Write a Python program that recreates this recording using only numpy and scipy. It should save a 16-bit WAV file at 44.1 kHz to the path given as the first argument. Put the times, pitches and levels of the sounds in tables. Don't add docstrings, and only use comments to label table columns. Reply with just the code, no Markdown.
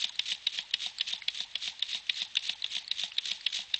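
import sys
import numpy as np
from scipy import signal
from scipy.fft import rfft, irfft
from scipy.io import wavfile
from scipy.ndimage import uniform_filter1d

SR = 44100
rng = np.random.default_rng(int(sys.argv[2]) if len(sys.argv) > 2 else 0)


def linear_from_db(decibels):
    return 10 ** (np.asarray(decibels, float) / 20)


def master_out(mix):
    frames = np.transpose(np.atleast_2d(mix))
    ceiling = np.clip(frames, -1, 1)
    pcm = np.round(ceiling * 32767).astype(np.int16)
    wavfile.write(sys.argv[1], SR, pcm)


N = 167139

# time in seconds, peak level in dB, loudest ring in Hz,
# level of the spurt before it in dB.
SLAMS = [(0.0428, -16.5, 3560, -34.5), (0.3192, -18.5, 2960, -35), (0.5876, -18, 3310, -37),
         (0.8619, -20.5, 3830, -35.5), (1.1338, -17.5, 3680, -36), (1.4042, -19.5, 3594, -36.5),
         (1.6766, -19.5, 3420, -35), (1.947, -20.5, 3800, -35.5), (2.2184, -17.5, 3700, -36),
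         (2.4947, -16, 3730, -35.5), (2.7656, -20, 3730, -36.5), (3.035, -17.5, 3720, -35),
         (3.3159, -17, 3380, -34), (3.5892, -23.5, 3500, -34.5)]


def evened(x):
    return x / np.sqrt(np.mean(x ** 2) + 1e-20)


def colour(x, points):
    f, db = np.transpose(points)
    hz = np.fft.rfftfreq(len(x), 1 / SR)
    gain = linear_from_db(np.interp(np.log(hz + 1), np.log(f + 1), db, right=-90))
    return irfft(rfft(x) * gain, len(x))


def filtered(x, order, hz, kind):
    return signal.sosfilt(signal.butter(order, hz, kind, fs=SR, output="sos"), x)


def thin(x):
    return filtered(filtered(x, 4, 1822, "high"), 2, 5610, "low")


def add(mix, s, sound):
    at = round(s * SR)
    sound = sound[max(-at, 0):]
    part = mix[max(at, 0):][:len(sound)]
    part += sound[:len(part)]


def ring(modes, glide=0.):
    t = np.arange(3000) / SR
    return sum(linear_from_db(db - 60 * t / t60) * np.sin(2 * np.pi * hz * t * (1 + glide * t))
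               for hz, db, t60 in modes)


def garden_air():
    # frequency in Hz, level in dB per Hz.
    tone = [(20, -13.5), (65, -7), (400, -18.5), (850, -10), (1450, -12), (1800, -5.5), (3550, 0),
            (8500, -22)]
    return linear_from_db(-54.5) * evened(colour(rng.standard_normal(N), tone))


def gurgle():
    out = np.zeros(N)
    fade_in = np.minimum(np.arange(3000) / 120, 1)
    spread = 0.15
    for s, *_ in SLAMS:
        for u, v, w in rng.random((12, 3)):
            hz = 851 * (1 + spread * (0.74 * u + 1.06 * v - 1))
            db = -46.5 - 8 * (1 - u) - 10 * w
            bubble = ring([(hz, db, 0.027)], glide=2.5)
            add(out, s + 0.008 + 0.055 * u ** 0.75, bubble * fade_in)
    return out


def ticks():
    # time in seconds, peak level in dB, ring in Hz.
    hits = [(0.0941, -28, 3750), (0.1238, -40, 3280), (0.1565, -34, 4230), (0.2249, -38, 3420),
            (0.71, -31.5, 3750), (0.7846, -51.5, 3600), (0.9852, -23, 4340), (0.9991, -24, 3600),
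            (1.074, -43, 3510), (1.2208, -29.5, 2270), (1.353, -34, 3800), (1.597, -51, 4220),
            (1.7948, -31.5, 4180), (1.8657, -34.5, 4230), (2.0298, -55, 3530), (2.0683, -35.5, 3380),
            (2.1435, -32, 4180), (2.1854, -27.5, 3870), (2.3541, -22, 3670), (2.4404, -45.5, 3740),
            (2.6224, -22.5, 4030), (2.6634, -25.5, 3670), (2.8459, -33.5, 4230), (2.8792, -27, 4420),
            (3.1198, -30, 2750), (3.1682, -30, 3760), (3.257, -23.5, 3770), (3.4102, -31, 4380),
            (3.502, -33, 3730), (3.5271, -33, 3700)]
    out, t = np.zeros(N), np.arange(600) / SR
    splash = t * np.exp(-t / 0.001) + 0.00006 * np.exp(-t / 0.0092)
    for s, db, hz in hits:
        drive = rng.standard_normal(600) * splash
        body = ring([(hz, 0, 0.007), (hz * 1.7, -9, 0.005), (hz * 0.49, -13, 0.006)])[:900]
        drop = thin(np.convolve(drive, body))
        add(out, s - 0.001, linear_from_db(db) * drop / abs(drop).max())
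    return out


def flow_power():
    # seconds from the slam, level in dB.
    swell = [
        (-.106, -10.5),
        (-.072, -15),
        (-.06, -4.5),
        (-.042, -1.5),
        (-.004, -0.5),
        (0.012, -2.5),
        (0.04, -11),
        (.068, -21.5),
        (0.139, -18),
    ]
    seconds, level = np.transpose(swell)
    t, power = np.arange(N) / SR, np.zeros(N)
    last_spurt = [(3.862, -34)]
    for s, db in [(row[0], row[3]) for row in SLAMS] + last_spurt:
        power += linear_from_db(2 * (db + np.interp(t - s, seconds, level, left=-60, right=-60)))
    return power


def droplets():
    per_s, spread_db = 2600, 1.5
    size = linear_from_db(spread_db * np.minimum(rng.exponential(1, N), 3.5)) * (rng.random(N) < per_s / SR)
    kind, t, out = rng.integers(0, 24, N), np.arange(220) / SR, np.zeros(N)
    for k, hz in enumerate(np.geomspace(900, 8500, 24)):
        shape = t * hz * np.exp(-t * hz / 2.5) * hz
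        chirp = np.sin(2 * np.pi * hz * t * (1 + 30 * t)) * shape
        out += signal.oaconvolve(size * (kind == k), chirp)[:N]
    return out


def spurt():
    # frequency in Hz, level in dB per Hz.
    spray_tone = [(500, -28), (900, -29), (1550, -23), (1800, -16), (3000, -5), (3650, 1), (4500, -8),
                  (5500, -18.5), (8000, -21.5), (8900, -42.5)]
    flow = np.sqrt(uniform_filter1d(flow_power(), 200) + 1e-12)
    water = evened(droplets()) + linear_from_db(3) * rng.standard_normal(N)
    flicker = evened(uniform_filter1d(uniform_filter1d(rng.standard_normal(N), 200), 200))
    mist_tone = [(4000, -35), (4700, 16), (6500, 16), (8800, -18)]
    mist = evened(colour(rng.standard_normal(N), mist_tone))
    follows = 0.98
    fine = linear_from_db(-12.5) * (flow / linear_from_db(-33.5)) ** (follows - 1) * mist
    return flow * linear_from_db(2.5 * flicker) * (evened(colour(water, spray_tone)) + fine)


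def puff():
    t, rise_s = np.arange(1500) / SR, 0.0042
    push = filtered(rng.standard_normal(1500), 2, [350, 1600], "band")
    return linear_from_db(-55.5) * evened(push) * t / rise_s * np.exp(1 - t / rise_s)


def thud(db, hz_spread):
    # frequency in Hz, level in dB, t60 in seconds.
    pipe = [(192.3, -51, 0.067), (487, -56, 0.044), (724.5, -41.5, 0.034), (980, -46, 0.045),
            (1370, -68, 0.012)]
    luck = rng.standard_normal((len(pipe), 2))
    modes = [(hz * (1 + hz_spread * u), level + db + 2 * v, t60)
             for (hz, level, t60), (u, v) in zip(pipe, luck)]
    soft = ring(modes) * (1 - np.exp(-np.arange(3000) / 70))
    return filtered(soft, 2, 130, "high")


def knock(peak_db, ring_hz, rise_s, fall_s):
    # frequency in Hz, level in dB, t60 in seconds.
    valve_body = [(2037, -29, 0.036), (2230, -41.5, 0.0033), (2640, -27.5, 0.023), (2956, -14, 0.029),
                  (3564, -17.5, 0.0027), (3750, -8, 0.022), (4150, -15.5, 0.0033), (4830, -19.5, 0.024),
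                  (5590, -34, .007), (7140, -21.5, 0.0046)]
    t = np.arange(3000) / SR - 0.01
    tail_s, tail = 0.009, linear_from_db(-10)
    fading = (np.exp(-t / fall_s) + tail * np.exp(-t / tail_s)) / (1 + tail)
    shape = np.where(t < 0, np.exp(t / rise_s), fading)
    detune = 1 + 0.015 * rng.standard_normal(len(valve_body))
    modes = [(hz * d, db, t60) for (hz, db, t60), d in zip(valve_body, detune)]
    body = thin(ring(modes + [(ring_hz, 0, 0.011)]))
    shudder = signal.fftconvolve(rng.standard_normal(4000), body)[1000:4000]
    local_power = uniform_filter1d(shudder ** 2, 60)
    shudder = shape * shudder / np.sqrt(local_power + 0.28 * np.mean(shudder ** 2))
    blow = np.pad(body / abs(body).max(), (430, 0))[:3000]
    out = thin(shudder) + linear_from_db(-3) * blow
    return linear_from_db(peak_db) * out / abs(out).max()


def valve():
    # time in seconds, peak level in dB, loudest ring in Hz.
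    clacks = [(0.194, -13.5, 3550), (0.4701, -13, 3634), (0.7398, -12, 3376), (1.0101, -14.5, 3413),
              (1.2837, -11.5, 3390), (1.5556, -15.5, 3424), (1.8255, -13, 3575), (2.0967, -11, 3524),
              (2.37, -11.5, 3583), (2.6435, -15, 3580), (2.9142, -13, 3896), (3.184, -13.5, 3630),
              (3.466, -12, 3410), (3.742, -12, 3840)]
    out = np.zeros(N)
    blow_s = 0.00049 - 0.01
    for s, db, hz in clacks:
        add(out, s + blow_s, knock(db, hz, rise_s=0.0017, fall_s=0.0024))
        add(out, s - 0.001, thud(-9.5, hz_spread=0.052))
        add(out, s - 0.002, puff())
    for s, db, hz, _ in SLAMS:
        add(out, s + blow_s, knock(db, hz, rise_s=0.0011, fall_s=0.002))
        add(out, s + 0.00065, thud(0, hz_spread=0.01))
    return out


def scene():
    return (garden_air() + gurgle() + ticks() + spurt() + valve())[None]


def starve(x):
    hz, t, z = signal.stft(x, SR, nperseg=256, noverlap=128)
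    frames = len(t) // 8 * 8
    power = abs(z[:, :frames]) ** 2
    total = 10 * np.log10(power.sum(0).reshape(-1, 8) + 1e-14)
    jumps = np.ptp(total, 1) > 9.5
    peak_db = np.repeat(np.where(jumps, total.max(1), -200), 2)
    peak_db = peak_db - 25 * (total.reshape(-1, 4).max(1) > np.maximum(peak_db - 1, -32))
    keep = np.ones(z.shape)
    lowest_hz = 3600
    for lo in range(20, 52, 4):
        band_db = 10 * np.log10(power[lo:lo + 4].sum(0).reshape(-1, 4).mean(1) + 1e-14)
        luck_db = 8 * rng.standard_normal(len(band_db))
        limit_db = peak_db - 25 - 2.4 * (hz[lo] - lowest_hz) / 1000
        dead = band_db + luck_db < limit_db
        keep[lo:lo + 4, :frames] = 1 - np.repeat(dead, 4) * (hz[lo] > lowest_hz)
    return signal.istft(z * keep, SR, nperseg=256, noverlap=128)[1][:N]


def top_cut(x):
    return signal.sosfilt(signal.butter(12, 8910, fs=SR, output="sos"), x)


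def record(dry):
    lowpass = signal.firwin(511, 8700, window=("kaiser", 9), fs=SR)
    band = signal.oaconvolve(starve(dry[0]), lowpass, "same")
    return top_cut(band[None])


dry = scene()
out = record(dry)
master_out(out)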